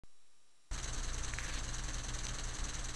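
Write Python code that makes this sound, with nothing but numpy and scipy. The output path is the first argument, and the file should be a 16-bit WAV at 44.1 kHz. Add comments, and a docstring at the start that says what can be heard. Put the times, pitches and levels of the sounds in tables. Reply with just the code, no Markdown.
"""A lab bench, faint at first: a soft low thump as the recorder's input switches on, with thin hiss and whine.
Then a small motor-driven flapping-wing rig cuts in at full speed, its crank beating the wings ten times a second.
On each up and down stroke loaded gear teeth, as bursts of coloured noise, rattle through the frame into the room.
The rig hums in wavering sines, and the wings buffet the microphone with low noise and puffs of air.
Two sharp ticks, the second as a short filtered-noise scrape begins, stand out; a higher tick comes later."""
import sys
import numpy as np
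from scipy import signal
from scipy.fft import rfft, irfft
from scipy.io import wavfile

SR = 44100
rng = np.random.default_rng(int(sys.argv[2]) if len(sys.argv) > 2 else 0)


def master(y):
    """Save y as 16-bit WAV."""
    cut = np.clip(np.atleast_2d(y).T, -1, 1)
    pcm = np.round(cut * 32767)  # scale
    wavfile.write(sys.argv[1], SR, pcm.astype(np.int16))


N = 130095

START_S, FLAP_HZ = 0.712, 9.962  # the rig cuts in; crank turns per second


def undb(db):
    """Decibels to gain."""
    return 10 ** (np.asarray(db) / 20)


def unit(x):
    """Scale to rms 1."""
    return x / np.sqrt(np.mean(x ** 2))


def colour(x, points):
    """Filter by a curve of (frequency [Hz], gain [dB]), straight over log frequency; the result has rms 1."""
    hz, db = np.array(points, float).T
    f = np.maximum(np.arange(N // 2 + 1) * SR / N, 1)
    gain = undb(np.interp(np.log(f), np.log(hz), db))
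    return unit(irfft(rfft(x) * gain, N))


def envelope(t, start, attack, hold, release, db):
    """Straight rise, hold and exponential fall."""
    age = t - start
    rise = np.clip(age / attack, 0, 1)
    fall = np.exp(-np.maximum(age - attack - hold, 0) / release)
    return undb(db) * rise * fall


def tones(t, lines):
    """Steady sines in random phase from rows of (frequency [Hz], rms level [dB])."""
    return sum(np.sqrt(2) * undb(db) * np.sin(2 * np.pi * (hz * t + rng.random())) for hz, db in lines)


def wander(rate_hz):
    """Smooth random motion with spread 1."""
    slow = [(rate_hz / 2, 0), (rate_hz, -3), (rate_hz * 10, -60), (rate_hz * 20, -120)]
    return colour(rng.standard_normal(N), slow)


def background(t):
    """Faint hiss and electrical whine, with a soft low thump as the recorder's input switches on, dying away."""
    # spectrum of the hiss: (frequency [Hz], relative density [dB per Hz])
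    hiss_curve = [(60, -14), (400, -12), (800, -14), (1300, -14.5), (5000, -15), (7000, -14.5),
                  (10500, -17.5), (11800, -32)]
    # steady lines of the electrical whine: (frequency [Hz], rms level [dB])
    whine_lines = [(1200, -89), (3892, -86.5), (5599, -83), (7402, -85), (9598, -89)]
    start_s, hiss_db = .036, -74
    thump_db, thump_decay_s = -46, 0.37  # peak level

    age = np.maximum(t - start_s, 0)
    thump = -undb(thump_db) * np.exp(-age / thump_decay_s)
    hiss = undb(hiss_db) * colour(rng.standard_normal(N), hiss_curve)
    return (thump + hiss + tones(t, whine_lines)) * (t >= start_s)


def rattle(t, turn_s):
    """Uneven tooth impacts as very short noise bursts; part of their grain repeats on every crank turn."""
    tooth_hz, jitter = 447.2, .25  # one over the median gap; spread of the gaps' natural logarithm
    scatter_db, ring_s = 1.6, 0.0021
    wear_share = 0.24  # share of the grain's power that repeats with the turn

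    chance = rng.standard_normal((2 * int(tooth_hz * N / SR), 2))
    gaps = np.exp(jitter * chance[:, 0]) / tooth_hz
    hits = np.cumsum(gaps) - gaps[0]
    last = np.maximum(np.searchsorted(hits, t) - 1, 0)  # latest impact before each moment
    strength = undb(scatter_db * chance[last, 1])
    bursts = strength * np.exp(-np.abs(t - hits[last]) / ring_s)

    worn = rng.standard_normal(N)[(turn_s * SR).astype(int)]
    fresh = rng.standard_normal(N)
    return bursts * (np.sqrt(wear_share) * worn + np.sqrt(1 - wear_share) * fresh)


def gears(t, turn_s):
    """The gear train rattles all the time and much harder under the load of each stroke."""
    # load of the two strokes:
    # (start in the turn [s], attack [s], hold [s], release [s], level before scatter [dB])
    strokes = [(0.011, 0.013, 0.012, 0.0047, -44.5), (0.0627, 0.0056, 0.0076, 0.012, -44)]
    # looser chatter as each stroke runs out:
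    # (start in the turn [s], attack [s], hold [s], release [s], level [dB])
    run_outs = [(0.029, 0.012, 0.015, 0.002, -51.5), (.079, 0.0013, 0.015, 0.0051, -52)]
    # frame on the first stroke, the second stroke and running free:
    # (frequency [Hz], relative density [dB per Hz])
    first_colour = [(300, -19.5), (1000, -28), (1600, -12.5), (2600, -11), (3400, -12), (4200, -6),
                    (4700, -11), (5350, -17), (5900, 2), (6600, 0), (7150, -6.5), (7800, -13), (8300, -5),
                    (9000, -29), (10400, -16.5), (11500, -30.5)]
    second_colour = [(300, 3.5), (900, -20), (1600, 1), (2500, -4), (3100, 3), (3500, -4.5), (4000, 6),
                     (4700, -5), (5350, -6.5), (6000, 4.5), (6600, 6.5), (7200, -7), (7650, 3), (9000, -20),
                     (10500, -12.5), (11500, -24)]
    free_colour = [(180, -2), (350, -8.5), (550, -8), (850, -8.5), (1150, -5.5), (1700, -6.5), (2400, -15),
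                   (3300, -15), (4100, -12), (5200, -18), (6400, -14.5), (7000, -20), (7700, -10),
                   (9000, -22.5), (10400, -27), (11500, -45)]
    free_db, free_swell_db = -49, -0.1
    stroke_scatter_db = .7

    def load(row):
        # the second term is what still rings on from the turn before
        return envelope(turn_s, *row) + envelope(turn_s + 1 / FLAP_HZ, *row)

    swell_db = free_swell_db * np.sin(2 * np.pi * 2 * FLAP_HZ * turn_s - np.pi / 2)
    out = undb(free_db + swell_db) * colour(rattle(t, turn_s), free_colour)
    turn = np.floor((t - START_S) * FLAP_HZ).astype(int)
    for stroke, frame in zip(strokes, (first_colour, second_colour)):
        force = undb(stroke_scatter_db * rng.standard_normal(N))[turn]
        out = out + force * load(stroke) * colour(rattle(t, turn_s), frame)
    chatter = sum(load(row) for row in run_outs)
    return out + chatter * colour(rattle(t, turn_s), second_colour)


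def room(x, t):
    """Short diffuse tail of the lab, as noise that decays exponentially."""
    t60_s, tail_db = .3, -14
    tail = rng.standard_normal(N) * np.exp(-np.log(1000) * t / t60_s)
    tail = tail / np.sqrt(np.sum(tail ** 2))
    return x + undb(tail_db) * signal.fftconvolve(x, tail)[:N]


def hum(t):
    """The sine lines of the running rig's hum each waver in strength."""
    # lines of the hum: (frequency [Hz], rms level before the waver [dB])
    hum_lines = [(120.1, -54.5), (303.0, -65), (418.5, -74), (667.6, -71.5), (947.2, -71.5), (1125.3, -67)]
    waver_db, waver_hz = 1.5, 5.7
    return sum(tones(t, [line]) * undb(waver_db * wander(waver_hz)) for line in hum_lines)


def wing_air(t):
    """Turbulence and three uneven puffs a wingbeat press on the microphone."""
    # turbulence off the wings: (frequency [Hz], relative density [dB per Hz])
    air_colour = [(3, 6), (14, -6.5), (28, 5), (55, -11), (85, -12.5), (130, -18), (250, -40), (600, -58)]
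    # when puffs arrive, before jitter: (time within a turn [s])
    gusts_s = [0.0036, 0.0341, 0.0696]
    air_db, gust_db, gust_scatter_db = -48, -33.5, 2.5
    gust_width_s, gust_jitter_s = 0.004, 0.0035

    puffs = np.zeros(N)
    for turn in np.arange(START_S, N / SR, 1 / FLAP_HZ):
        for offset in gusts_s:
            at = turn + offset + gust_jitter_s * rng.standard_normal()
            strength = undb(gust_scatter_db * rng.standard_normal())
            puffs -= strength * np.exp(-.5 * np.minimum(((t - at) / gust_width_s) ** 2, 20))
    puffs -= np.mean(puffs[t > START_S])  # no standing pressure
    turbulence = colour(rng.standard_normal(N), air_colour)
    return undb(gust_db) * puffs + undb(air_db) * turbulence


def ticks(t):
    """Dry ticks, a very short bell-shaped swell of a tone with a little noise crack."""
    # sharp ticks: (time [s], tone peak level [dB], pitch [Hz], width [s])
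    tick_rows = [(1.3374, -27, 1940, 0.00028), (1.3866, -23, 1940, 0.00027),
                 (2.2684, -22.5, 3500, 0.000089)]
    # spectrum of the crack: (frequency [Hz], relative density [dB per Hz])
    crack_colour = [(800, -18), (1500, -17), (6500, -2), (8000, 5), (10000, -19)]
    crack_db = -15  # against the tick's peak

    crack = undb(crack_db) * colour(rng.standard_normal(N), crack_colour)
    out = np.zeros(N)
    for at, db, hz, width in tick_rows:
        swell = undb(db) * np.exp(-.5 * ((t - at) / width) ** 2)
        out += swell * (np.cos(2 * np.pi * hz * (t - at)) + crack)
    return out


def scrape(t, turn_s):
    """A brief grainy rub in the midrange that brightens by crossfading two filters."""
    # the scrape as it starts and as it ends: (frequency [Hz], relative density [dB per Hz])
    start_colour = [(600, -11), (1200, 1), (1700, 10.5), (2700, -1), (4200, -29), (7000, -18)]
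    end_colour = [(600, -20), (1200, -9), (2000, -3), (3000, -4), (4300, 0), (7000, -29.5)]
    start_s, length_s, edge_s = 1.385, 0.2, 0.004
    level_db = -48

    rub = envelope(t, start_s, edge_s, length_s, edge_s, level_db)
    progress = np.clip((t - start_s) / length_s, 0, 1)
    grain = rattle(t, turn_s)
    dull = (1 - progress) * colour(grain, start_colour)
    bright = progress * colour(grain, end_colour)
    return rub * (dull + bright)


def scene():
    """Quiet hiss and whine, then the rig at full speed."""
    t = np.arange(N) / SR
    turn_s = (t - START_S) % (1 / FLAP_HZ)  # time within the crank turn
    in_room = room(gears(t, turn_s) + scrape(t, turn_s), t)
    rig = in_room + hum(t) + wing_air(t) + ticks(t)
    return (rig * (t >= START_S) + background(t))[None]


def record(dry):
    """The recorder cuts the top steeply, with an elliptic low-pass."""
    top_hz = 11850
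    return signal.sosfilt(signal.ellip(10, .2, 80, top_hz, fs=SR, output="sos"), dry)


dry = scene()
out = record(dry)
master(out)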